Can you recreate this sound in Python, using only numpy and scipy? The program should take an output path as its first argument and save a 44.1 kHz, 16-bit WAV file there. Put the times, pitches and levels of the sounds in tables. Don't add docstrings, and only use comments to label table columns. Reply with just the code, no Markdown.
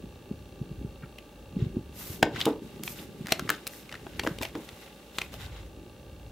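import sys
import numpy as np
from scipy import signal
from scipy.fft import rfft, irfft
from scipy.io import wavfile
from scipy.ndimage import uniform_filter1d

SR = 44100
rng = np.random.default_rng(int(sys.argv[2]) if len(sys.argv) > 2 else 0)


def generate_wav(signal):
    frames = np.transpose(np.atleast_2d(signal))
    scaled = np.clip(frames, -1, 1) * 32767
    pcm = np.round(scaled).astype(np.int16)
    wavfile.write(sys.argv[1], SR, pcm)


N = 278403


def gain_of(db):
    return 10 ** (np.asarray(db) / 20)


def evened(x):
    return x / np.sqrt(np.mean(x ** 2) + 1e-20)


def peaked(x):
    return x / abs(x).max()


def read(points, hz):
    f, value = np.transpose(points)
    return np.interp(np.log(hz + 1), np.log(f + 1), value)


def level(rows, column):
    rows = np.asarray(rows)
    level_db = np.interp(np.arange(N) / SR, rows[:, 0], rows[:, column], left=-120, right=-120)
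    return uniform_filter1d(gain_of(level_db), size=441)


def add(mix, s, sound):
    part = mix[..., round(max(s, 0) * SR):][..., :sound.shape[-1]]
    part += sound[..., :part.shape[-1]]


def resonate(x, hz, width):
    r = np.exp(-np.pi * width / SR)
    return 2 * signal.lfilter([1 - r], [1, -r * np.exp(2j * np.pi * hz / SR)], x).real


def coloured(x, points):
    gain = gain_of(read(points, np.fft.rfftfreq(x.shape[-1], 1 / SR)))
    return evened(irfft(rfft(x) * gain, x.shape[-1]))


# f/Hz, left-right correlation (0-1)
COHERENCE = [(60, 1), (500, 0.912), (2000, 0.4), (8000, 0.32)]


def pair(make):
    mid, side = make(), make()
    same = np.clip(read(COHERENCE, np.fft.rfftfreq(N, 1 / SR)), 0, 1)
    side = irfft(rfft(side) * np.sqrt((1 - same) / (1 + same)), N)
    return np.array([mid + side, mid - side])


def grains(per_s, spread_db):
    size = gain_of(spread_db * np.minimum(rng.exponential(1, N), 5))
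    return size * rng.standard_normal(N) * (rng.random(N) < per_s / SR)


# f/Hz, t60/s
ROOM_T60 = [(300, 0.39), (2000, 0.23), (12000, 0.1)]


def room(x):
    taps = np.zeros((2, SR // 2))
    at = np.arange(200, SR // 2 - 20, 20)
    at = at + rng.integers(0, 20, (2, len(at)))
    np.put_along_axis(taps, at, rng.choice([-1., 1.], at.shape), 1)
    hz, t, bands = signal.stft(taps, SR, nperseg=256)
    decay = gain_of(-60 * t / read(ROOM_T60, hz)[:, None])
    tail = signal.istft(bands * decay, SR, nperseg=256)[1]
    tail = tail + .8 * tail[::-1]
    return signal.fftconvolve(x, tail / np.linalg.norm(tail[0]), axes=1)[:, :N]


# f/Hz, relative level per Hz/dB
HISS_SPECTRUM = [(88, -45), (150, 1.0), (563, -1.0), (633, -15), (848, -4.5), (990, -20.0), (1180, -17),
                 (2000, -22), (2780, -18), (4700, -24), (15700, -30.0), (16000, -72)]
# f/Hz, bandwidth/Hz, relative level/dB
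HOUSING_MODES = [(580, 2.2, -6), (810, 22, -30), (1171, 4.1, -1.5), (1630, 140, 0.5), (2260, 34, -5.5),
                 (3500, 640, -1.5), (5800, 100, -9)]
# f/Hz, rms level/dB
STEADY_TONES = [(59.2, -61.5), (15735, -82)]
# f/Hz, bandwidth/Hz, rms level/dB
TICK_MODES = [(570, 50, -62), (820, 100, -67), (1170, 60, -70), (2740, 130, -67), (3270, 250, -73),
              (3750, 260, -71), (4230, 300, -72)]
HISS_DB, HOUSING_DB = -54, -66.5
TOUCHES_HZ, FIRST_STRONG_S, WEAK_DB = 59.94, .0231, -5
WHINE_HZ, WHINE_DB, WHINE_DEPTH = 13754, -82, .7


def camcorder():
    t = np.arange(N) / SR
    hiss = gain_of(HISS_DB) * pair(lambda: coloured(rng.standard_normal(N), HISS_SPECTRUM))
    noise = rng.standard_normal(N)
    whir = evened(sum(gain_of(db) * evened(resonate(noise, hz, width)) for hz, width, db in HOUSING_MODES))
    tones = sum(np.sqrt(2) * gain_of(db) * np.sin(2 * np.pi * hz * t) for hz, db in STEADY_TONES)

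    touches = (t - FIRST_STRONG_S) * TOUCHES_HZ
    throb = 1 + WHINE_DEPTH * np.cos(np.pi * touches)
    whine = np.sqrt(2) * gain_of(WHINE_DB) * throb * np.sin(2 * np.pi * WHINE_HZ * t)

    touch = np.floor(touches).astype(int) + 2
    force_db = 1.5 * rng.standard_normal(touch.max() + 1)[touch] + WEAK_DB * (touch % 2)
    impact = np.diff(touch, prepend=touch[0])
    scrape = .03 * np.exp(-(touches % 1) / .1) * rng.standard_normal(N)
    knock = gain_of(force_db) * (impact + scrape)
    ticks = sum(gain_of(db) * evened(resonate(resonate(knock, hz, width), hz, 2 * width))
                for hz, width, db in TICK_MODES)
    return hiss + gain_of(HOUSING_DB) * whir + tones + whine + ticks


# t/s, deep rumble level/dB, upper rumble level/dB
GRIP_LEVELS = [(0.0, -48, -49), (0.26, -50.5, -57), (0.37, -46.5, -55.5), (0.67, -56, -51),
               (0.79, -40, -49), (1.02, -52, -53), (1.23, -58, -58.5), (1.49, -48, -59), (1.67, -45.5, -57),
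               (2.02, -50.5, -50), (2.35, -58, -44.5), (2.95, -56, -46.5), (3.41, -58, -44.5),
               (3.67, -76, -56), (3.95, -66, -53), (4.22, -41, -44), (4.32, -48, -45), (4.46, -49.5, -55),
               (4.73, -71, -57), (5.06, -63, -63), (5.34, -47.5, -49), (5.46, -39, -57), (5.82, -52, -49.5),
               (6.31, -44, -65)]
# t/s, envelope peak level/dB, f/Hz at the peak
GRIP_BUMPS = [(0.034, -28, 204), (0.308, -19.5, 217), (0.607, -20.5, 139.5), (0.705, -26, 133.5),
              (0.811, -28, 218), (0.842, -24, 157), (1.028, -27.5, 141), (1.561, -14.5, 192),
              (1.614, -13.5, 128), (1.656, -20, 126), (1.764, -14.5, 224), (2.09, -27.5, 98.5),
              (2.223, -19, 290), (2.336, -26.5, 118), (2.461, -17.5, 320), (2.988, -35, 174),
              (3.203, -24.5, 163), (3.24, -28, 172), (3.418, -26, 182), (3.446, -28, 198),
              (4.268, -40, 420), (4.307, -22.5, 174), (4.406, -25, 287), (4.55, -25.5, 400),
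              (4.718, -37, 109)]
LUMP_SPREAD_DB = 2.2


def grip():
    deep_spectrum = [(25, -41), (50, -9), (90, -16.0), (150, -24.5), (400, -81)]  # f/Hz, level/dB
    upper_spectrum = [(60, -17.5), (110, -2.5), (220, -4.5), (400, -6.0), (700, -52.5), (3000, -95.5)]
    deep = pair(lambda: coloured(rng.standard_normal(N), deep_spectrum))
    upper = pair(lambda: coloured(grains(900, LUMP_SPREAD_DB), upper_spectrum))
    out = level(GRIP_LEVELS, 1) * deep + level(GRIP_LEVELS, 2) * upper
    t = np.arange(N) / SR
    scuffle = sum(gain_of(db - 19.0) * np.exp(-abs(t - s - .01) / 0.023) for s, db, hz in GRIP_BUMPS)
    out += scuffle * upper[:, ::-1]
    for s, db, hz in GRIP_BUMPS:
        u = np.arange(-1.5, 4, hz / SR)
        shape = np.where(u < 0, np.exp(-(u / 0.57) ** 2), np.exp(-(u / 0.39) ** 0.63))
        wave = np.sin(2 * np.pi * (u + 0.023) * (1 - 0.02 * u))
        add(out, s, gain_of(db) * shape * wave)
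    return out


# t/s, peak level/dB, t60/s of the blow
PAGE_DROPS = [(2.232, -20.5, 0.23), (2.464, -14.5, 0.18), (3.5, -27.5, 0.12), (4.271, -20.5, 0.054),
              (4.551, -25.5, 0.19)]
# f/Hz, bandwidth/Hz, relative level/dB
BINDER_MODES = [(310, 69, 13), (418, 119, 10.5), (515, 130, -22), (796, 160, -1)]


def drops():
    out, t = np.zeros(N), np.arange(SR // 3) / SR
    for (s, db, t60), noise in zip(PAGE_DROPS, rng.standard_normal((len(PAGE_DROPS), len(t)))):
        blow = noise * gain_of(-60 * t / t60) * np.minimum(t / 0.0017, 1)
        ring = sum(gain_of(mode_db) * resonate(resonate(blow, hz, width), hz, 2 * width)
                   for hz, width, mode_db in BINDER_MODES)
        add(out, s, gain_of(db) * peaked(ring))
    return out


# (f/Hz, bandwidth/Hz, relative level/dB)
FINGER_SQUEAK = (1.02, 0.0336, -50.5, [(1450, 470, -1), (2260, 290, -6.5)])


def squeak():
    s, length, db, modes = FINGER_SQUEAK
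    noise, out = rng.standard_normal(SR // 10)[:round(length * SR)], np.zeros(N)
    rub = evened(sum(gain_of(g) * resonate(resonate(noise, hz, width), hz, width) for hz, width, g in modes))
    add(out, s, gain_of(db) * rub * signal.windows.tukey(len(rub), .4))
    return out


# f/Hz, relative level per Hz/dB
CRINKLE_SPECTRUM = [(500, 20.5), (900, 8), (2000, 9), (3600, 9.5), (5000, 0), (8000, -5.5), (12000, -46)]
# f/Hz, relative level per Hz/dB
SLIDE_SPECTRUM = [(3000, 3.5), (5500, 6), (10000, 4), (13000, 3.5), (14200, -6.5), (15400, 7), (15900, -42)]
# t/s mid-rise, hold/s, crinkle level/dB, slide hiss level/dB
PLASTIC_STROKES = [(1.576, 0.065, -53, -79), (1.945, 0.21, -55, -48), (2.328, 0.094, -42, -58),
                   (2.384, 0.02, -39.5, -48), (2.431, 0.056, -46, -53), (2.831, 0.093, -68, -47),
                   (2.944, 0.083, -50, -53.5), (3.286, .04, -43.5, -52), (3.498, 0.027, -43.5, -52),
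                   (3.688, 0.11, -75, -54), (4.22, 0.055, -75, -53), (4.413, 0.013, -40.5, -45.5),
                   (4.779, 0.077, -56, -62), (5.133, 0.11, -52.5, -56), (5.314, 0.033, -49, -55),
                   (5.381, 0.068, -46, -56), (5.503, 0.098, -53, -71)]
# t/s, crinkle level/dB
PAGE_FLEX = [(2.56, -84), (2.64, -60), (2.76, -60.5), (2.82, -63), (3.08, -67), (3.2, -61), (3.4, -55.5),
             (3.6, -59.5), (3.95, -60.5), (4.05, -60.5), (4.12, -57.5), (4.35, -57.5), (4.5, -67),
             (4.57, -56), (4.72, -56.5), (4.95, -61.5), (5.08, -63), (5.68, -65.5)]
FLEX_HISS_DB = -4.5
STROKE_RISE_S, STROKE_FALL_S = 0.032, 0.038
STROKE_SWELL = 0.38
STROKE_SAG_DB = -1.5
SETTLE_DB, SETTLE_S = -29, 0.03
CATCH_DB, CATCH_S = 1, 0.013


def rustle():
    def buckles():
        return sum(evened(resonate(grains(900, 2.5), hz, .15 * hz)) * np.sqrt(hz)
                   for hz in np.geomspace(800, 7000, 8))

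    crinkle = pair(lambda: coloured(buckles(), CRINKLE_SPECTRUM))
    slide = pair(lambda: coloured(grains(15000, 1.9), SLIDE_SPECTRUM))
    airy = resonate(resonate(slide, 13300, 3000), 13300, 3000)
    t, flex = np.arange(N) / SR, level(PAGE_FLEX, 1)
    bend, speed = flex ** 2, (gain_of(FLEX_HISS_DB) * flex) ** 2
    for s, hold, crinkle_db, slide_db in PLASTIC_STROKES:
        rise = np.clip((t - s) / (STROKE_RISE_S + STROKE_SWELL * hold) + .5, 0, 1) ** 2
        sag = gain_of(STROKE_SAG_DB * np.clip((t - s) / hold, 0, 1) ** 2)
        shape = rise * sag * np.exp(-np.maximum(t - s - hold, 0) / STROKE_FALL_S)
        bend = bend + (gain_of(crinkle_db) * shape) ** 2
        speed = speed + (gain_of(slide_db) * shape) ** 2
    for s, db, *_ in SLEEVE_SNAPS:
        bend = bend + (gain_of(SETTLE_DB + db) * (t > s) * np.exp(-abs(t - s) / SETTLE_S)) ** 2
    flutter = evened(uniform_filter1d(rng.standard_normal((2, N)), round(CATCH_S * SR)))
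    catch = gain_of(CATCH_DB * flutter)
    bend, speed = np.sqrt(bend) * catch[0], np.sqrt(speed) * catch[1]
    return bend * crinkle + speed * (slide + 2.8 * airy * speed / speed.max())


# treble tick level/dB, binder thud level/dB, whole sheet level/dB
SLEEVE_SNAPS = [(1.1854, -32.5, 2700, -8, -10, -23), (2.2288, -9, 1630, -32, 4, 1),
                (2.3614, -26, 1690, -31, -28, -7), (2.369, -29, 2140, -20, -9, -11),
                (2.4057, -29.5, 2840, -22, -26, 11), (2.414, -14, 3360, -38, -26, -33),
                (2.423, -27, 3500, -19, -24, -19), (2.4557, -23.5, 3000, 4, -33, 4),
                (2.836, -45, 2150, 20.5, -17, 15), (2.8779, -30.5, 2260, -19, -30, 10),
                (3.26, -38, 1500, -5, -23, 5), (3.27, -33.5, 1480, 3, -25, 7),
                (3.285, -28.5, 1480, -3, -20, -4), (3.292, -39, 2200, 1, -4, 12),
                (3.3228, -18, 2510, 6.5, 1.5, 13.5), (3.3952, -22.5, 1460, -4, -12, -2),
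                (3.477, -34, 1590, -18, -20, -11), (3.493, -18, 1300, -25, -36, 8),
                (3.5024, -11.5, 1440, 1, -35, -29), (3.669, -32, 3780, 6, -16, 8.5),
                (3.6755, -34, 2330, 15, -6, -7), (3.7353, -40.5, 1800, -3, -21, -6),
                (3.8937, -41, 2190, -24, -26, 9), (3.9162, -38, 1310, -18, -24, 0),
                (3.926, -38.5, 1630, -33, -30, 12), (3.9424, -32, 1560, -30, -29, -1),
                (3.9535, -34.5, 1800, -20, -10, -1), (4.068, -45.5, 1150, -24, 19.5, -13),
                (4.196, -29, 2030, -37, 1, 16.5), (4.2363, -29.5, 2800, -24, 2, -4),
                (4.2493, -40.5, 2700, -27, 16, -10), (4.2663, -23, 1650, -32, 4, -18),
                (4.273, -19, 1500, -41, -34, 1), (4.386, -31.5, 2850, -4, -13, 3.5),
                (4.4153, -29, 980, -19, -11, 3), (4.4246, -30.5, 2440, 5.5, 0, 0),
                (4.433, -28.5, 2280, 3, 0, 8.5), (4.4528, -26.5, 2160, -15, -3, -4),
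                (4.5533, -31, 1300, -31, 2, -2.5), (4.69, -43, 3270, -23, -20, 16.5),
                (5.186, -26.5, 3350, -42, -20, 15.5), (5.217, -27, 2180, -28, -37, 7.5),
                (5.3408, -46, 2910, 9, 11, 14.5)]
PAN_DB = 1.5
SNAP_T60_S = 0.018
TICK_AIR = 0.33


def snaps():
    out, t = np.zeros((2, N)), np.arange(-400, 3600) / SR
    treble = signal.butter(2, [4500, 15500], "band", fs=SR, output="sos")
    pan = gain_of([[PAN_DB / 2], [-PAN_DB / 2]])
    release = t == 0
    burst = np.exp(np.minimum(t, 0) / .0012) * gain_of(-60 * np.maximum(t, 0) / SNAP_T60_S)
    noises = rng.standard_normal((len(SLEEVE_SNAPS), 3, len(t)))
    for (s, db, hz, tick_db, thud_db, sheet_db), noise in zip(SLEEVE_SNAPS, noises):
        cluster = .05 * (noise[0] + .2 * noise[1:]) ** 3
        force = release + cluster * burst
        ring = lambda f, width: peaked(resonate(resonate(force, f, width), f, width))
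        tick = peaked(signal.sosfilt(treble, release + 2 * cluster * burst ** 2))
        tick = tick + TICK_AIR * peaked(resonate(tick, 12400, 1700))
        sound = ring(hz, 860) + gain_of(sheet_db) * ring(2190, 3680)
        sound = sound - gain_of(tick_db) * tick + gain_of(thud_db) * ring(572, 600)
        add(out, s - 400 / SR, gain_of(db) * sound * pan)
    return out


def scene():
    pages = snaps() + drops() + squeak()
    return pages + gain_of(-16) * room(pages) + rustle() + grip() + camcorder()


EDGE_HZ = 16800


def record(dry):
    thin = signal.sosfilt(signal.butter(3, 42, "high", fs=SR, output="sos"), dry)
    low_pass = signal.firwin(511, EDGE_HZ, window=("kaiser", 9), fs=SR)
    return signal.oaconvolve(thin, low_pass[None], "same", axes=1)


dry = scene()
out = record(dry)
generate_wav(out)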